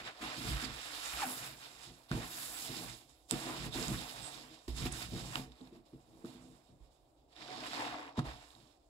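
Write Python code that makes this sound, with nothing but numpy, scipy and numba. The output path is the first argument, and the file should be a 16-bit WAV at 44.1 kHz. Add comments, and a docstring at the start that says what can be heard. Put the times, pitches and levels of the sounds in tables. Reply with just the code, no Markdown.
"""Dense swarms of foam bubbles burst as a gloved hand works a lathered sponge round a bathroom basin.
It wipes, dips into the foam, squeezes and plunges back; each bubble is a short dying sine.
Driven resonances make the thuds and rumble of basin, counter and stand, heard by a phone with two ports.
A few large bubbles snap, air whistles through pores, and one wet squeak falls in pitch.
The ports colour the fizz differently; a short tiled echo and a faint room hush of noise complete it."""
import sys
import numpy as np
from scipy import signal
from scipy.fft import rfft, irfft
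from scipy.io import wavfile
from scipy.ndimage import uniform_filter1d
from numba import njit

SR = 44100
rng = np.random.default_rng(int(sys.argv[2]) if len(sys.argv) > 2 else 0)


def gain_from_db(level_db):
    """Convert decibel levels to linear amplitude factors (20 dB per decade)."""
    decades = np.asarray(level_db, float) / 20
    return 10 ** decades


def file_out(sig):
    """Save sig as 16-bit WAV at sys.argv[1]."""
    # one column per channel
    cols = np.atleast_2d(sig).T
    # limit, then scale
    lim = np.clip(cols, -1, 1)
    pcm = np.round(lim * 32767).astype(np.int16)
    wavfile.write(sys.argv[1], SR, pcm)


N = 392040  # samples
HZ = np.fft.rfftfreq(N, 1 / SR)

# Bubble families: small, air pockets, large, fine, finest film, lone ticks. Each row: lowest and highest
# pitch in Hz, bursts per second, typical cycles rung, basic size scatter in dB.
BUBBLE_FAMILIES = [(2210, 5700, 9000, 2.43, 2.5), (433, 1204, 2000, 4.04, 2.0),
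                   (1150, 2830, 4000, 5.6, 2.0), (5870, 8940, 9000, 2.4, 3), (9970, 19300, 6000, 3.2, 0.5),
                   (1500, 9000, 200, 1.5, 2.5)]
# How hard the sponge works the lather, one table per wipe, stir, squeeze or plunge.
# Each row: time in seconds, level of the small bubbles in dB.
STROKE_LEVELS = [
    [(0.0, -50), (0.03, -58), (0.074, -48), (0.14, -65.5), (0.208, -58), (0.22, -48.5), (0.43, -49),
     (0.508, -45.5), (0.572, -50), (0.654, -46.5), (0.662, -52), (0.7, -51)],
    [(0.71, -52.5), (1.236, -47), (1.244, -53), (1.426, -55.5), (1.444, -52.5), (1.564, -62), (1.638, -56),
     (1.774, -63), (1.84, -55), (1.918, -67.5), (2.08, -72.5), (2.1, -62.5)],
    [(2.12, -51), (2.3, -57), (2.334, -53.5), (2.77, -52), (2.788, -52.5), (2.89, -52.5), (3.068, -75.5),
     (3.096, -72), (3.278, -81.5), (3.298, -60), (3.302, -55)],
    [(3.32, -48.5), (3.356, -51.5), (3.466, -51), (3.664, -51.5), (3.706, -64), (3.744, -47.5),
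     (3.884, -51), (4.232, -54), (4.244, -50.5), (4.342, -57.5), (4.368, -54.5), (4.67, -73.5)],
    [(4.68, -53.5), (4.74, -64.5), (4.774, -54), (4.848, -51.5), (4.862, -45.5), (4.898, -60),
     (4.92, -51.5), (5.026, -49.5), (5.08, -59.5), (5.212, -52), (5.228, -57.5), (5.348, -51.5)],
    [(5.368, -48.5), (5.504, -75.5), (5.524, -68), (5.532, -72), (5.678, -72), (5.712, -81), (5.756, -73.5),
     (5.844, -87), (5.862, -77.5), (6.054, -83), (6.072, -79.5), (6.235, -79)],
    [(6.245, -77), (6.259, -66.5), (6.501, -76), (6.537, -74.5), (6.783, -88.5), (6.831, -79.5),
     (6.891, -87.5), (6.929, -81), (6.937, -84), (6.963, -82), (6.991, -88), (7.27, -88)],
    [(7.28, -85.5), (7.332, -69), (7.346, -73), (7.364, -60), (7.546, -51.5), (7.586, -54), (7.672, -45.5),
     (7.69, -51.5), (7.802, -45), (8.098, -65.5), (8.146, -79), (8.16, -67)],
    [(8.172, -54), (8.176, -53), (8.196, -51), (8.206, -64.5), (8.236, -69), (8.256, -55), (8.38, -64.5),
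     (8.498, -66.5), (8.718, -75.5), (8.776, -81), (8.78, -87), (8.89, -88)],
]
# State of the lather. Each row: time in seconds, fine bubbles in dB above the small ones,
# air pockets in dB above their usual share; both shift further with the stroke.
LATHER_STATE = [(0, -12, -1), (.1, -17, 1.5), (.2, -6.5, 4), (.3, -14, -1.5), (.5, -5.5, -4), (.68, -9, -3),
                (1.05, -5.5, -3.5), (1.2, -4.5, 2.5), (1.3, 3, 4.5), (1.6, -6, -3.5), (2.08, -5, -3),
                (2.13, -8, 1.5), (2.4, 3, -2.5), (2.9, -3.5, -4.5), (3.28, -0.5, -3), (3.34, -6, 6),
                (3.42, -4, 3.5), (3.5, -7.5, 8), (3.62, -7, 1), (3.75, -6, -1.5), (3.83, -2, 4),
                (3.9, -2, 3), (4.25, -6.5, -1), (4.5, -7.5, 0.5), (4.7, -4, -2.5), (4.9, -4.5, 2.5),
                (5.1, -4, -4.5), (5.37, -5.5, 1.5), (5.6, -7.5, 1), (6.2, -0.5, 4), (6.3, -3, 5.5),
                (7.25, -2, -5.5), (7.42, -23, 4.5), (7.55, -19, 4.5), (7.7, -12.5, 0.5), (8.0, -16.5, 11),
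                (8.2, -11, 9), (8.5, -6.5, 0), (8.89, -2.5, -6)]
# How much lather the sponge carries, shifting the share of the larger bubbles. Each row: time in seconds, lift
# of the large bubbles in dB (the finest film gets 0.8 of it).
LATHER_LOAD = [(0, 2), (.6, 3), (1.25, 3.5), (2.0, 0), (2.3, 2.5), (3.0, -1), (3.28, -4), (3.45, 0.5),
               (4.0, -1.5), (4.6, -2), (5.4, -0.5), (6.0, -1.5), (7.3, -2.5), (7.9, -0.5), (8.89, -3)]
# How far the sponge hangs over the hollow of the bowl. Each row: time in seconds, share from 0 to 1.
OVER_HOLLOW = [(0, 0.41), (5.3, 0.6), (5.6, 0.7), (7.2, 0.1), (7.4, 1), (8.1, 0.99), (8.3, 0.8), (8.89, .6)]
# Where the sponge is. Each row: time in seconds, left minus right in dB before a fixed offset.
SPONGE_PLACE = [(0.0, -6.5), (0.67, -9), (1.41, -6), (2.05, -10), (2.35, -5.5), (3.24, -11), (3.44, -8.5),
                (5.62, -9), (5.72, -10.5), (6.93, -12.5), (7.25, -9.5), (7.95, -5.5), (8.89, -13)]
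# Air in the bowl of the basin. Each row: resonance in Hz, width in Hz, lift in dB.
BOWL_AIR = [(290, 57, 18), (475, 150, -5.5), (737.4, 26, 10.5), (885, 70, 6), (1070, 90, 3), (1500, 73, -1),
            (1910, 160, 1.5)]
# Colour of the left port. Each row: frequency in Hz, level in dB.
LEFT_COLOUR = [(1200, -5), (2000, -7), (3000, -8), (4200, -7), (5500, -7), (6500, -9), (8000, -6.5),
               (9500, -9), (12000, -5), (15500, -11.5)]
# Colour of the right port. Each row: frequency in Hz, level in dB.
RIGHT_COLOUR = [(1200, -5), (2000, -5), (2900, -0.36), (3700, 3), (4400, 2), (5200, 5), (6100, -4.5),
                (7000, 3), (8000, 3.5), (9400, -3.5), (10800, 0), (12000, -2), (13500, -13), (15500, -11.5)]
# Ring of the right port's duct. One row: frequency in Hz, width in Hz, lift in dB.
RIGHT_DUCT = (3700, 260, 5)
# Hand and sponge leaning on the basin. Each row: start in seconds, length in seconds, level in dB,
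# octaves below the bowl's ring that shake most.
LEANING_SHOVES = [(0, 0.062, -56.5, 0.4), (0.204, 0.076, -52.5, 0.4), (0.361, 0.15, -50.5, .4),
                  (.44, .04, -48.5, 1.2), (0.476, 0.066, -38, 2.5), (0.624, 0.04, -46.5, 0),
                  (0.685, 0.053, -53, 2.2), (.85, 0.39, -67.5, 1.7), (1.13, 0.055, -54.5, 2),
                  (1.245, 0.065, -51, -0.6), (1.36, 0.18, -60.5, 0.8), (1.6, 0.3, -70.5, 0.5),
                  (1.865, .05, -57.5, .7), (2.111, .06, -38, .8), (2.289, 0.43, -62, .4),
                  (2.68, 0.032, -51, 0.05), (2.759, 0.15, -50.5, 0.5), (3.05, 0.074, -71, 2.2),
                  (3.315, 0.046, -41, -0.1), (3.434, 0.18, -51.5, 0.2), (3.58, 0.11, -47, 0.8),
                  (3.748, 0.079, -42.5, .4), (3.872, 0.09, -41, 0.95), (4.08, 0.16, -58.5, 0.8),
                  (4.314, .22, -62.5, 0.2), (4.682, 0.088, -43.5, 2.4), (4.786, 0.095, -41.5, 1.6),
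                  (4.913, 0.17, -47.5, 1.55), (5.118, 0.041, -40, 0.63), (5.202, 0.11, -48.5, 1.1),
                  (5.352, 0.05, -45, 0.7), (5.45, .05, -60, 2.2), (5.607, 0.016, -53.5, 0.36),
                  (5.715, 0.074, -60, .1), (5.927, 0.027, -54, 0.2), (6.083, .13, -63, 0.2),
                  (6.24, 0.032, -47.5, -0.6), (6.343, 0.18, -58.5, 0.2), (6.695, .04, -64, 1.3),
                  (6.788, 0.088, -64.5, 2.5), (7.18, .12, -71.5, 3), (7.375, 0.12, -63.5, 0.1),
                  (7.506, 0.41, -48.5, -1.25), (7.914, .2, -71, 0.2), (8.18, .02, -39, 0.8),
                  (8.25, 0.057, -46, 3), (8.545, 0.095, -66, 0.3)]
# Bowl, counter and stand in turn. Each row: octaves below the bowl's ring,
# time to get moving in seconds, level in dB when left alone.
RUMBLE_PARTS = [(0, 0.0099, -85), (1, 0.017, -86), (2.4, 0.036, -77)]
# Resonances of counter (first three rows) and basin. 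Each row: pitch in Hz, strength in dB (rumble only),
# seconds to fade by 60 dB (bumps ring shorter).
COUNTER_MODES = [(118, 9, 0.55), (137.5, 7, 0.98), (174, 3.5, 0.37), (232.3, 0, 0.32), (256, 3.5, 0.56),
                 (318, 7, 0.13), (342.4, -8.5, 0.34), (443.5, -7.5, .25), (625, -10.5, 0.1)]
# Sway of the stand. Each row: pitch in Hz, strength in dB, seconds to fade by 60 dB.
STAND_MODES = [(44.3, -14.5, 0.31), (58.6, -7, 0.34), (64, -14.5, 0.18)]
# What the jointed stand passes up to the phone. Each row: frequency in Hz, level in dB.
STAND_PATH = [(18, -43), (32, -13), (42, -6.5), (64, -5.5), (86, -18.5), (110, -12), (400, 0), (700, 1.5),
              (2000, -58.5)]
# Room hush, its spectrum before the overall level is set. Each row: frequency in Hz, dB per Hz.
HUSH_SPECTRUM = [(18, -21), (30, 3.5), (127, -5.5), (227, -20), (287, 4), (404, -4.5), (702, -1),
                 (2010, -34), (3770, -29.5), (6210, -56), (16000, -33.5)]
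# Hand or sponge bumping the basin. Each row: time in seconds, peak in dB before the stand passes it on,
# pitch in Hz that rings most.
BASIN_BUMPS = [(0.224, -38.5, 322), (0.408, -38, 264), (0.636, -38, 256), (1.259, -37, 261),
               (1.886, -42.5, 120), (2.111, -19, 178), (2.131, -22.5, 182), (2.149, -25, 176),
               (2.697, -32, 140), (3.323, -26.5, 284), (3.333, -34.5, 260), (3.659, -38, 124),
               (3.755, -30, 256), (3.781, -31, 256), (3.883, -26, 169), (3.913, -21.5, 174),
               (3.942, -32, 127), (4.68, -30.5, 318), (4.799, -32, 118), (4.856, -28, 270),
               (5.134, -33, 317), (5.394, -28, 256), (5.606, -43.5, 267), (5.723, -46, 350),
               (5.93, -41, 252), (6.242, -32, 358), (6.342, -39.5, 248), (6.69, -50, 258),
               (8.175, -25.5, 267), (8.182, -18.5, 190), (8.191, -32, 110)]
# Brief whistles of air forced through a pore. 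Each row: centre time in seconds, length in seconds,
# centre pitch in Hz, width in Hz, level in dB before each port's own gain.
PORE_WHISTLES = [(0.648, 0.0056, 4740, 700, -43), (1.323, 0.039, 10700, 900, -56),
                 (2.565, 0.073, 7900, 700, -59), (3.752, 0.055, 3720, 900, -54),
                 (4.26, 0.087, 8100, 1800, -56.5), (4.925, 0.0099, 8200, 5000, -49.5)]
# Air squeezed from the sponge against the rim, a falling squeak that clears.
# Each row: time in seconds, pitch in Hz, level in dB, pitch flutter from 0 to 1.
RIM_SQUEAK = [(1.175, 1450, -52, .14), (1.198, 1280, -40, .06), (1.218, 1120, -41, .05),
              (1.228, 880, -35, .02), (1.248, 740, -36, .02), (1.262, 690, -52, .03)]
# Single large bubbles snapping. Each row: time in seconds, basic level in dB, pitch in Hz.
BUBBLE_SNAPS = [(2.115, -26, 1480), (3.2968, -47, 5130), (3.3107, -17, 8240), (3.8273, -33, 5120),
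                (3.882, -29, 6860), (4.68, -47, 4990), (4.774, -53, 3680), (5.3561, -24.5, 2810),
                (5.3572, -29, 1300), (5.52, -52, 3800), (5.6125, -55, 3770), (5.673, -58, 4080),
                (5.9334, -61, 1250), (6.2477, -45, 1250), (7.328, -59.5, 3380), (7.3644, -47, 3620),
                (7.733, -32, 1530), (7.9844, -40, 2260), (8.1756, -44, 3510), (8.192, -27.5, 1290),
                (8.2565, -56, 1460), (8.505, -53, 3630), (8.551, -53, 4050)]

PORT_LAG = 13  # samples by which the right port hears later
BRISK_DB = -52  # small-bubble level of a brisk wipe
POCKET_DB, POCKET_PER_DB = -4.5, -0.2  # air pockets: dB share in a brisk wipe; they fade less than the fizz
LARGE_DB, LARGE_PER_DB, LARGE_PER_POCKET = -4, 0.03, 0.66  # they need force, and come with the air pockets
FINE_PER_DB, TICK_DB = -0.0048, -16  # fine bubbles linger in a weak stroke; share of the lone ticks
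SHOVE_RELEASE_DB_PER_S, SHOVE_DB_PER_OCTAVE = 172.5, 7


def curve(table):
    """Join the columns of a table by straight lines in time."""
    s, *columns = np.transpose(table)
    return [np.interp(np.arange(N) / SR, s, c) for c in columns]


def strokes(tables):
    """Join tables; each holds its last row until just before the next contact lands."""
    rows = list(tables[0])
    for table in tables[1:]:
        hold_until = max(table[0][0] - .003, rows[-1][0])
        rows += [(hold_until, *rows[-1][1:]), *table]
    return curve(rows)


def shape(points):
    """Give dB at every frequency from (Hz, dB) points."""
    hz, db = np.transpose(points)
    return np.interp(np.log(HZ + 1), np.log(hz), db)


def bump(hz, width, db):
    """Give the dB lift of one resonance."""
    return db / (1 + (2 * (HZ - hz) / width) ** 2)


def causal(db):
    """Turn a dB spectrum into a minimum-phase response, so clicks ring after they start."""
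    cepstrum = irfft(np.log(gain_from_db(db)), N)
    cepstrum[1:N // 2] *= 2
    cepstrum[N // 2 + 1:] = 0
    return np.exp(rfft(cepstrum))


def unit(x, low_hz, high_hz):
    """Scale so that the middle of the stereo pair has rms 1 within a band."""
    power = abs(rfft(np.atleast_2d(x).mean(axis=0))) ** 2
    return x * N / np.sqrt(2 * power[(HZ > low_hz) & (HZ < high_hz)].sum())


def walk(rate):
    """Wander smoothly between random levels, about rate of them a second; spread near 1."""
    k = int(SR / rate)
    steps = np.repeat(rng.standard_normal(N // k + 1), k)
    return 1.4 * uniform_filter1d(steps, k)[:N]


def ring(push, hz, t60):
    """One damped resonance, set going by a push."""
    pole = np.exp(2j * np.pi * hz / SR - np.log(1000) / (t60 * SR))
    return signal.lfilter([1], [1, -pole], push).imag


@njit
def grains(start, hz, cycles, size, lag, n, sr):
    """Damped sines, each heard at the left port and a little later at the right."""
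    out = np.zeros((2, n + 8192))
    for k in range(len(start)):
        pole = np.exp((2j * np.pi - 3 / cycles[k]) * hz[k] / sr)
        z, i = size[k] + 0j, start[k]
        for j in range(min(int(2 * cycles[k] * sr / hz[k]), 4000)):
            out[0, i + j] += z.imag
            out[1, i + j + lag[k]] += z.imag
            z *= pole
    return out[:, :n]


def ports(x, pan_db):
    """Colour sound for the two ports: the left one shaded, the right one ringing in its duct."""
    thin_db = -20 * np.log10(1 + (235.0 / (HZ + 1)) ** 2)  # small bubbles move little low air
    left = causal(shape(LEFT_COLOUR) + thin_db)
    right = causal(shape(RIGHT_COLOUR) + bump(*RIGHT_DUCT) + thin_db)
    return irfft(rfft(x) * np.array([left, right]), N) * gain_from_db(np.array([pan_db, -pan_db]) / 2)


def foam(pan_db):
    """Swarms of bursting bubbles, spread through the lather so each has its own lag between the ports."""
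    small_db = strokes(STROKE_LEVELS)[0]
    force_db = small_db - BRISK_DB
    load_db = curve(LATHER_LOAD)[0]
    fine_db, air_db = curve(LATHER_STATE)
    fine_db = fine_db + FINE_PER_DB * force_db
    pocket_db = POCKET_DB + POCKET_PER_DB * force_db + air_db
    large_db = LARGE_DB + LARGE_PER_DB * force_db + LARGE_PER_POCKET * air_db + load_db
    # the finest film follows the fine bubbles more steeply
    film_db = 1.46 * np.minimum(fine_db, 3.0) - 2.0 + .8 * load_db
    # lather hanging free bursts less evenly than lather being wiped
    loose = 0.54 + 0.81 * curve(OVER_HOLLOW)[0]
    shares = (0, pocket_db, large_db, fine_db, film_db, TICK_DB)
    out, surge = 0, walk(45)
    for (low, high, rate, cycles, scatter_db), share_db in zip(BUBBLE_FAMILIES, shares):
        when, pitch, luck, place, life = rng.random((int(rate * N / SR), 5)).T
        start = (when * N).astype(np.int64)
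        hz = np.minimum(low * (high / low) ** pitch, .45 * SR)
        size_db = -scatter_db * loose[start] * (np.log(luck + .002) + 2.5)  # many weak, few strong
        size = gain_from_db(size_db) * np.sqrt(hz)
        lags = np.clip(PORT_LAG + 22.0 * (2 * place - 1) ** 3, 0, 99).astype(np.int64)
        swarm = ports(grains(start, hz, cycles * (.5 + life), size, lags, N, 1. * SR), pan_db)
        # a bubble radiates poorly below its own pitch
        swarm = irfft(rfft(swarm) / np.sqrt(1 + (0.54 * low / (HZ + 1)) ** 4), N)
        level_db = small_db + share_db + 0.49 * surge + 1.64 * walk(25)
        out = out + unit(swarm, low, high) * gain_from_db(level_db)
    return out


def hollow(x):
    """The bowl's air resonates and colours what sounds above it."""
    share = np.clip(curve(OVER_HOLLOW)[0], 0, 1)
    colour = causal(sum(bump(*mode) for mode in BOWL_AIR))
    return (1 - share) * x + share * irfft(rfft(x) * colour, N)


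def tiles(x):
    """Short dense echo of the small tiled room: fading noise, different at each port."""
    s = np.arange(int(.2 * SR)) / SR
    tail = rng.standard_normal((2, len(s))) * gain_from_db(-60 * s / .12) * (s > .002)
    tail = tail / np.sqrt((tail ** 2).sum(axis=1, keepdims=True))
    return signal.fftconvolve(x, tail, axes=1)[:, :N]


def held(start, length, db, attack_s, rest_db):
    """Level in dB of overlapping shoves: each rises, holds and dies away."""
    grid_s = np.arange(0, N / SR + .002, .001)
    since = grid_s - start[:, None]
    level = db[:, None] - SHOVE_RELEASE_DB_PER_S * np.maximum(since - length[:, None], 0)
    rise = np.clip(since / attack_s + .5, 0, 1) ** 2
    total = 10 * np.log10(((rise * gain_from_db(level)) ** 2).sum(axis=0) + gain_from_db(2 * rest_db))
    return np.interp(np.arange(N) / SR, grid_s, total)


def rumble(mount):
    """Uneven drag shakes the resonances of bowl and counter; the stand sways below them."""
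    start, length, shove_db, depth = np.transpose(LEANING_SHOVES)
    parts = ((COUNTER_MODES[3:], 205, 400), (COUNTER_MODES[:3], 100, 200), (STAND_MODES, 35, 75))
    out = 0
    for (modes, low, high), (below, attack_s, rest_db) in zip(parts, RUMBLE_PARTS):
        part_db = shove_db - SHOVE_DB_PER_OCTAVE * abs(depth - below)
        level_db = held(start, length, part_db, attack_s, rest_db)
        drags = rng.standard_normal((2, N)) * gain_from_db(3.0 * walk(25))  # the grip catches and slips
        shaken = [sum(gain_from_db(g) * ring(drag, hz, t60) for hz, g, t60 in modes) for drag in drags]
        both, apart = (irfft(rfft(x) * mount, N) for x in shaken)
        # the hand's steady pressure evens out the rumble
        both = both / uniform_filter1d(both ** 2, int(.12 * SR)) ** 0.22
        apart = unit(apart, low, high) * np.array([[1], [-1]])  # opposite at the two ports
        out = out + gain_from_db(level_db) * unit(unit(both, low, high) + 0.3 * apart, low, high)
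    return out


def lean(x):
    """The right port is shaken harder, most so by the sway."""
    lean_db = 7.9 / (1 + (HZ / 44.0) ** 2) + 0.6
    return irfft(rfft(x) * gain_from_db(np.array([-lean_db, lean_db]) / 2), N)


def hush():
    """Room air and microphone hiss, alike left and right only in the bass."""
    mid, side = rfft(rng.standard_normal((2, N))) * gain_from_db(shape(HUSH_SPECTRUM))
    side = side * np.minimum(HZ / 1030.0, 1)
    return gain_from_db(-72.5) * unit(irfft(np.array([mid + side, mid - side]), N), 30, 16000)


def bumps(mount):
    """Soft contacts a few ms long set the resonances of counter and basin ringing."""
    signs = rng.choice([-1., 1.], (len(BASIN_BUMPS), len(COUNTER_MODES)))  # each bump lands elsewhere
    contact = np.hanning(int(0.0027 * SR))
    push = np.concatenate([contact / contact.sum(), np.zeros(SR // 2)])
    thuds = np.zeros(N + SR)
    # lather in the bowl deadens the ring
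    cushion = 1 - .75 * np.clip(curve(OVER_HOLLOW)[0], 0, 1)
    for (s, peak_db, centre_hz), bump_signs in zip(BASIN_BUMPS, signs):
        at = int(s * SR)
        thud = 0
        for sign, (hz, _, t60) in zip(bump_signs, COUNTER_MODES):
            favour = gain_from_db(-14.0 * abs(np.log2(hz / centre_hz)))  # modes near the bump's own pitch
            # the resting hand shortens the ring
            thud = thud + sign * favour * ring(push, hz, 0.4 * cushion[at] * t60)
        thuds[at:][:len(push)] += gain_from_db(peak_db) * thud / abs(thud).max()
    return irfft(rfft(thuds[:N]) * mount, N)


def whistles():
    """Air forced through pores: narrow hiss under a short swell, louder at the right port."""
    s, noise, out = np.arange(N) / SR, rfft(rng.standard_normal(N)), 0
    for at, length, hz, width, db in PORE_WHISTLES:
        hiss = unit(irfft(noise * np.exp(-(2 * (HZ - hz) / width) ** 2), N), 0, SR)
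        out = out + gain_from_db(db) * hiss * np.exp(-(2 * (s - at) / length) ** 2)
    return np.array([gain_from_db(-23.0) * out, gain_from_db(13.0) * np.roll(out, PORT_LAG)])


def squeak():
    """Wet sponge flutters like a reed: a wavering tone with blurred overtones."""
    hz, db, rough = curve(RIM_SQUEAK)
    s = np.arange(N) / SR
    phase = 2 * np.pi * np.cumsum(hz * (1 + rough * walk(900))) / SR
    sounding = (s > RIM_SQUEAK[0][0]) & (s < RIM_SQUEAK[-1][0])
    flutter = 1 + .35 * walk(250)
    second = .4 * (1 + .7 * walk(300)) * np.sin(2 * phase)
    third = .2 * (1 + .7 * walk(300)) * np.sin(3 * phase)
    return sounding * gain_from_db(db) * flutter * (np.sin(phase) + second + third)


def pops(pan_db):
    """Lone big bubbles: a snap of a few cycles at their pitch with a sharp crack on top."""
    s, db, hz = np.transpose(BUBBLE_SNAPS)
    start, one = (s * SR).astype(np.int64), np.ones(len(s))
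    lags = np.full(len(s), PORT_LAG)
    snap = grains(start, hz, 6.4 * one, gain_from_db(db + 8.5), lags, N, 1. * SR)
    crack = grains(start, 3800.0 * one, 0.52 * one, gain_from_db(db + 12.5), lags, N, 1. * SR)
    return ports(snap + crack, pan_db)


def scene():
    """Add up all sources at the two ports, through the air and through the stand."""
    pan_db = curve(SPONGE_PLACE)[0] + 7.34  # the ports' own colour already leans right
    mount = causal(shape(STAND_PATH))
    airborne = hollow(foam(pan_db) + pops(pan_db)) + squeak() + whistles()
    echo = gain_from_db(-12) * tiles(airborne)
    shaking = lean(rumble(mount) + bumps(mount))
    return gain_from_db(-1.71) * airborne + echo + shaking + hush()


def top_cut(x):
    """Nothing passes above the cut-off."""
    return signal.sosfilt(signal.butter(12, 16640, fs=SR, output="sos"), x)


def record(dry):
    """The phone cuts off the top of the treble."""
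    top_hz = 15760
    mix = irfft(rfft(dry) * (HZ < top_hz), N)
    return top_cut(mix)


dry = scene()
out = record(dry)
file_out(out)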